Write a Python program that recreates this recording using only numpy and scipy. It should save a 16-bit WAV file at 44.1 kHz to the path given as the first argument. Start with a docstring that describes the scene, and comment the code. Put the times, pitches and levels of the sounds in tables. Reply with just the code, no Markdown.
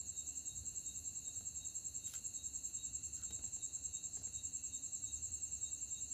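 """Night in a quiet room. From the start two crickets scrape their wings, about ten strokes a second,
drifting out of step; a lower cricket chirps, an insect's wings buzz, a distant chorus hangs over the hum.
A ballpoint rolls and clicks across paper, finishing a word, and lifts just before three seconds.
It is put aside with a few clicks and soft knocks on the desk.
From about four and a half seconds on, only the insects and the room remain."""
import sys
import numpy as np
from scipy import signal
from scipy.fft import rfft, irfft, next_fast_len
from scipy.io import wavfile

SR = 44100
rng = np.random.default_rng(int(sys.argv[2]) if len(sys.argv) > 2 else 0)


def master_out(mix):
    """Clip the mix to full scale and print it as 16-bit PCM to the path in sys.argv[1]."""
    frames = np.transpose(np.atleast_2d(mix))
    ceiling = np.clip(frames, -1, 1)
    pcm = np.round(ceiling * 32767).astype(np.int16)
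    wavfile.write(sys.argv[1], SR, pcm)


N = 270701


def near_cricket():
    """The lead voice: a bright trill with three early reflections off the walls."""
    # runs of even strokes, each a skip or change of pace: (start [s], pace [strokes/s], level [dB])
    runs = [(-0.031, 10.2, -38.7), (0.3504, 10.02, -38.8), (1.2487, 10.137, -38.7), (2.433, 10.137, -38),
            (3.7251, 9.951, -38.3), (4.4276, 10.17, -37.6)]
    # course of one stroke: (time [s], pitch [Hz], relative level [dB], pitch scatter [Hz])
    stroke = [(0, 8060, -19, 300), (.002, 7830, -12, 280), (.007, 7620, -9.5, 180), (.013, 7405, -6.5, 150),
              (.02, 7633, -6.5, 160), (0.026, 7500, -2, 70), (0.036, 7542, -1, 45.7),
              (.039, 7490, -12.5, 90.5), (0.043, 7030, -9, 120), (.048, 6820, -26.5, 200)]
    # first reflections: (delay [s], gain [dB])
    wall_echoes = [(0.0107, -7), (0.022, -18.5), (0.0338, -16.5)]
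    direct = wing_scrape(wing_strokes(runs), stroke, wing_hz=7160, wing_width_hz=1060, scatter_rate=870,
                         flutter_hz=152, flutter_depth=0.31, octave_db=-43, rasp_db=-32.5, sheen_db=-50)
    echoed = direct.copy()
    for delay, db in wall_echoes:
        add(echoed, delay, from_db(db) * direct)
    return from_db(0.5) * reverb(echoed, t60=0.46, wet_db=-7.5)


def far_cricket():
    """A softer, slightly lower trill that arrives largely by way of the walls."""
    # runs of even strokes: (start [s], pace [strokes/s], level [dB])
    runs = [(0.0532, 10.02, -52), (0.6519, 10.4, -52.5), (1.4614, 10.34, -53), (2.139, 10, -52.5),
            (4.4505, 9.906, -51.5), (5.46, 9.735, -52)]
    # course of one stroke: (time [s], pitch [Hz], relative level [dB], pitch scatter [Hz])
    stroke = [(-.014, 7100, -14, 302), (0, 6950, -3.5, 290), (0.01, 6720, -1.5, 190),
              (.019, 6440, -2.5, 140), (0.023, 6330, -1.5, 85), (.030, 6100, -17, 80)]
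    direct = wing_scrape(wing_strokes(runs), stroke, wing_hz=6670, wing_width_hz=2000, scatter_rate=720,
                         flutter_hz=213, flutter_depth=0.47, octave_db=-36, rasp_db=-36.5, sheen_db=-30)
    return from_db(2.5) * reverb(direct, t60=0.4, wet_db=0.5)


def low_cricket():
    """Slow, almost pure two-pulse chirps from a narrowly tuned wing."""
    # chirps: (time [s], level [dB])
    chirps = [(.149, -58), (.47, -59), (.853, -58.5), (1.239, -57.5), (1.587, -58), (2.017, -57.5),
              (2.353, -58), (2.762, -56.5), (3.27, -57.5), (3.584, -58.5), (3.927, -56.5), (4.338, -56.5),
              (4.709, -57.5), (5.047, -56), (5.623, -55.5), (5.926, -56)]
    # course of one chirp: (time [s], pitch [Hz], relative level [dB], pitch scatter [Hz])
    chirp = [(-.025, 3760, -21, 25), (0, 3804, -18.5, 25), (.02, 3808, -6.5, 16), (0.049, 3817, -1, 10.7),
             (0.075, 3818, -6.5, 11), (.086, 3810, -24, 25), (.1, 3812, -21, 22), (.116, 3814, -7.5, 20),
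             (.138, 3805, -19, 30)]
    direct = wing_scrape(chirps, chirp, wing_hz=3770, wing_width_hz=280, scatter_rate=160,
                         flutter_hz=45.22, flutter_depth=0.062, octave_db=-55, rasp_db=-51, sheen_db=-58)
    return from_db(-0.04) * reverb(direct, t60=0.37, wet_db=-14)


def wing_strokes(runs, jitter_s=.0005, spread_db=0.25):
    """Strokes keep the pace of their run until the next takes over; gives (time [s], level [dB])."""
    ends = [start - .5 / pace for start, pace, _ in runs[1:]] + [N / SR]
    even = np.array([(s, db) for (start, pace, db), end in zip(runs, ends)
                     for s in np.arange(start, end, 1 / pace)])
    return even + rng.standard_normal(even.shape) * [jitter_s, spread_db]


def wing_scrape(strokes, shape, wing_hz, wing_width_hz, scatter_rate, flutter_hz, flutter_depth,
                octave_db, rasp_db, sheen_db):
    """A scraper runs along the wing's file: the tone falls as it slows; uneven teeth scatter the pitch."""
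    times, *columns = np.transpose(shape)
    t = np.arange(times[0], times[-1], 1 / SR)
    hz, level_db, scatter_hz = (np.interp(t, times, c) for c in columns)
    tone, edge, uneven = np.zeros(N), np.zeros(N), drift(scatter_rate)
    for s, db in strokes:
        start = rng.integers(N - len(t))
        phase = 2 * np.pi * np.cumsum(hz + scatter_hz * uneven[start:start + len(t)]) / SR
        flutter = 1 + flutter_depth * np.cos(2 * np.pi * flutter_hz * rng.normal(1, .04) * t)
        force = np.sqrt(2) * from_db(db + level_db) * flutter
        octave = from_db(octave_db) * np.sin(2 * phase)
        rasp = from_db(rasp_db) * noise_band(8560, 2800, size=len(t))
        sheen = from_db(sheen_db) * noise_band(14400, 1500, size=len(t))
        add(tone, s + times[0], force * np.sin(phase))
        add(edge, s + times[0], force * (octave + rasp + sheen))
    # the wing membrane favours its own note; the edge comes straight from the teeth
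    return resonance(tone, wing_hz, wing_width_hz) + edge


def ballpoint(roll_db, lift_s, grain_db):
    """The ball rolls over paper fibres until the pen lifts; slides, clicks and knocks stand out."""
    # pen and hand sliding on paper: (midpoint [s], length [s], level [dB], centre [Hz], width [Hz])
    slides = [(.28, .12, -75, 10300, 5020), (1.36, 0.17, -75, 10350, 4930), (2.098, 0.18, -64, 10980, 7040),
              (2.12, 0.2, -66.5, 3610, 4200), (2.271, 0.045, -62, 9580, 2230),
              (2.68, 0.15, -81, 10720, 5000), (3.066, 0.16, -72, 9600, 3000),
              (3.21, 0.12, -72.5, 1402, 300), (3.384, 0.31, -77, 444, 590), (4.176, .22, -71.5, 5030, 1980),
              (4.23, 0.23, -78.5, 329, 599)]
    on_paper = np.clip((lift_s - np.arange(N) / SR) / 0.081, 0, 1)
    rub = from_db(roll_db + 1.6 * drift(4.6)) * on_paper * noise_band(11700, 3800)
    for s, length, db, hz, width in slides:
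        size = int(length * SR)
        add(rub, s - length / 2, from_db(db) * np.hanning(size) * noise_band(hz, width, size=size))
    impacts = pen_clicks() + desk_knocks()
    grain = from_db(grain_db * drift(600))
    return reverb(rub * grain + impacts, t60=0.2, wet_db=-6.0)


def pen_clicks():
    """The small, hard barrel rings briefly and gives no bass."""
    # clicks: (time [s], level [dB])
    clicks = [(1.567, -66), (2.073, -53), (2.138, -41), (2.152, -45), (2.7, -62), (3.009, -62),
              (3.174, -53), (3.194, -64), (3.217, -54), (3.234, -53), (3.308, -50), (3.475, -57.5)]
    # ring of the barrel: (pitch [Hz], relative level [dB], t60 [s])
    barrel_modes = [(1460, -23, 0.091), (1533, -20, 0.13), (3230, -14, 0.026), (3838, -8, 0.02),
                    (5420, -2.5, 0.0085)]
    ring = struck(clicks, barrel_modes, crack_db=-2, crack_s=.002)
    return signal.sosfilt(signal.butter(2, 1300, "high", fs=SR, output="sos"), ring)


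def desk_knocks():
    """A padded contact thumps the desk and leaves it little treble."""
    # knocks: (time [s], level [dB])
    knocks = [(1.283, -63), (1.409, -60.5), (3.307, -53), (3.393, -58.5), (3.439, -57), (3.567, -59),
              (3.77, -62), (4.171, -57), (4.219, -60), (4.273, -57.5)]
    # ring of the desk: (pitch [Hz], relative level [dB], t60 [s])
    desk_modes = [(109.3, -2.5, 0.23), (213.2, -6, 0.12), (331, -6, 0.071), (454, -3.5, 0.037),
                  (710, -1, 0.019), (1189, -14, .012), (1748, -7, 0.0064)]
    ring = struck(knocks, desk_modes, crack_db=2.5, crack_s=0.0044)
    return signal.sosfilt(signal.butter(2, 3000, fs=SR, output="sos"), ring)


def struck(hits, modes, crack_db, crack_s):
    """Each hit is a short crack and rings every mode with a strength and tuning of its own."""
    out, t = np.zeros(N), np.arange(SR // 4) / SR
    for s, db in hits:
        sound = from_db(crack_db) * rng.standard_normal(len(t)) * np.exp(-t / crack_s)
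        for hz, mode_db, t60 in modes:
            strength_db, tuning = rng.normal(0, 2), rng.normal(1, .03)
            sound += from_db(mode_db + strength_db - 60 * t / t60) * np.sin(2 * np.pi * hz * tuning * t)
        add(out, s, from_db(db) * sound)
    return out


def buzzing_insect(beat_hz, waver, flicker_db):
    """Fast, even wing beats make a comb of tones; the way through the room scrambles their phases."""
    # overtones of the wing beat: (harmonic number, level [dB])
    overtones = [(46, -80.5), (47, -78), (48, -84), (49, -81.5), (50, -77), (51, -78.5), (52, -88.5),
                 (53, -90)]
    phase = 2 * np.pi * np.cumsum(beat_hz * (1 + waver * drift(2.4))) / SR
    buzz = np.zeros(N)
    for k, db in overtones:
        level = np.sqrt(2) * from_db(db + flicker_db * drift(5.9))
        buzz += level * np.sin(k * phase + rng.uniform(0, 2 * np.pi))
    return buzz


def distant_chorus(waver_db, trill_hz, trill_width_hz, trill_db):
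    """Many distant insects merge into narrow, wavering bands above one blurred low trill."""
    # swells of the low trill: (time [s], relative level [dB])
    trill_swells = [(0.0, -77.4), (0.36, -71), (0.6, -77.5), (0.72, -73), (1.93, -75.3), (2.05, -70.5),
                    (2.53, -76), (2.77, -70.5), (3.37, -73.5), (3.73, -75), (3.97, -70.6), (4.09, -75.5),
                    (4.7, -69.5), (4.94, -76.0), (5.3, -72), (6.14, -71)]
    # bands of the chorus: (centre [Hz], width [Hz], level [dB])
    bands = [(3910, 220, -76), (4346, 350, -79), (6645, 830, -65), (8620, 200, -77), (9590, 990, -77),
             (11300, 400, -87)]
    trill = from_db(in_time(trill_swells) + trill_db) * noise_band(trill_hz, trill_width_hz)
    return trill + sum(from_db(db + waver_db * drift(3.0)) * noise_band(hz, width)
                       for hz, width, db in bands)


def room_bed(level_db, hum_db, side_db):
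    """Swelling rumble, thin hiss and a wavering hum; a little of the rumble spreads to the sides."""
    # hum of the house: (pitch [Hz], relative level [dB])
    hum_lines = [(70.0, -69.5), (274.5, -77), (705.2, -88)]
    # swells of the low rumble: (time [s], relative level [dB])
    rumble_swells = [(0.0, -60.5), (0.36, -64.5), (0.6, -52.5), (0.84, -59.0), (1.44, -61), (1.57, -55),
                     (1.81, -66.5), (1.93, -57), (2.17, -62.5), (3.49, -58), (3.61, -66), (4.33, -56.5),
                     (4.57, -62.7), (4.94, -60), (5.18, -55), (5.42, -60.9), (6.14, -60.4)]
    hum = sum(from_db(db) * noise_band(hz, width_hz=13.6) for hz, db in hum_lines)
    air = from_db(level_db) * room_tone() + from_db(hum_db) * hum
    bass = signal.sosfiltfilt(signal.butter(2, 150, fs=SR, output="sos"), air)
    rumble_db = in_time(rumble_swells)
    surge = from_db(rumble_db - rumble_db.mean())
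    side = signal.sosfilt(signal.butter(2, 600, fs=SR, output="sos"), room_tone())
    return air + (surge - 1) * bass + from_db(level_db + side_db) * side * [[1], [-1]]


def room_tone():
    """Noise in the colour of the room, heavy in the bass; rms 1."""
    # spectrum of the room: (frequency [Hz], relative level [dB])
    spectrum = [(28, -39), (45, -8), (72, 2.5), (105, -1), (140, -8.5), (200, -9.5), (420, -20),
                (700, -24.5), (1000, -28.5), (1600, -31), (1900, -32.5), (5200, -44.5), (8600, -32.5),
                (11000, -32.5), (15500, -32)]
    hz = np.arange(N // 2 + 1) * SR / N
    points_hz, points_db = np.transpose(spectrum)
    colour = from_db(np.interp(np.log(hz + 1), np.log(points_hz), points_db))
    return rms_one(irfft(rfft(rng.standard_normal(N)) * colour, N))


def reverb(x, t60, wet_db):
    """Direct sound and a dying wash of reflections; the overall level is kept."""
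    t = np.arange(int(t60 * SR)) / SR
    walls = rng.standard_normal(len(t)) * from_db(-60 * t / t60) * (t > .003)
    wet = rms_one(signal.fftconvolve(x, walls)[:N])
    return np.std(x) * rms_one(rms_one(x) + from_db(wet_db) * wet)


def resonance(x, hz, width_hz):
    """Two-pole resonance with gain 1 at its peak."""
    r = np.exp(-np.pi * width_hz / SR)
    feedback = [1, -2 * r * np.cos(2 * np.pi * hz / SR), r * r]
    return signal.lfilter(np.array([1, 0, -1]) * (1 - r * r) / 2, feedback, x)


def noise_band(hz, width_hz, size=N):
    """Noise twice through a resonance; rms 1."""
    return rms_one(resonance(resonance(rng.standard_normal(size), hz, width_hz), hz, width_hz))


def drift(rate_hz):
    """Smooth random wander; rms 1."""
    length = next_fast_len(N, True)
    hz = np.arange(length // 2 + 1) * SR / length
    slow = irfft(rfft(rng.standard_normal(length)) / (1 + (hz / rate_hz) ** 2), length)
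    return rms_one(slow)[:N]


def in_time(rows):
    """An envelope through (time [s], value) points, at every sample."""
    return np.interp(np.arange(N) / SR, *np.transpose(rows))


def add(out, s, sound):
    """Mix a sound in at s seconds."""
    at = round(s * SR) + np.arange(len(sound))
    inside = (at >= 0) & (at < N)
    out[at[inside]] += sound[inside]


def from_db(db):
    """Decibels to gain."""
    return 10 ** (np.asarray(db) / 20)


def rms_one(x):
    """Scale to rms 1."""
    return x / np.sqrt(np.mean(x ** 2) + 1e-20)


def scene():
    """Insects, pen and room, nearly mono; the two trills and the chorus lean slightly right."""
    chorus = distant_chorus(waver_db=1.0, trill_hz=2739, trill_width_hz=195, trill_db=-2.5)
    chorus = chorus * from_db([[-.2], [.2]])
    buzz = buzzing_insect(beat_hz=86.88, waver=0.00018, flicker_db=1.0)
    pen = ballpoint(roll_db=-76.5, lift_s=2.87, grain_db=3.5)
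    trills = (near_cricket() + far_cricket()) * from_db([[-.48], [.48]])
    chirps = low_cricket()
    bed = room_bed(level_db=-63, hum_db=-1.0, side_db=-22.5)
    return trills + chirps + pen + buzz + chorus + bed


def record(dry):
    """A steep low-pass takes off the very top."""
    cutoff_hz = 15400
    return signal.sosfilt(signal.ellip(12, .1, 80, cutoff_hz, fs=SR, output="sos"), dry)


dry = scene()
out = record(dry)
master_out(out)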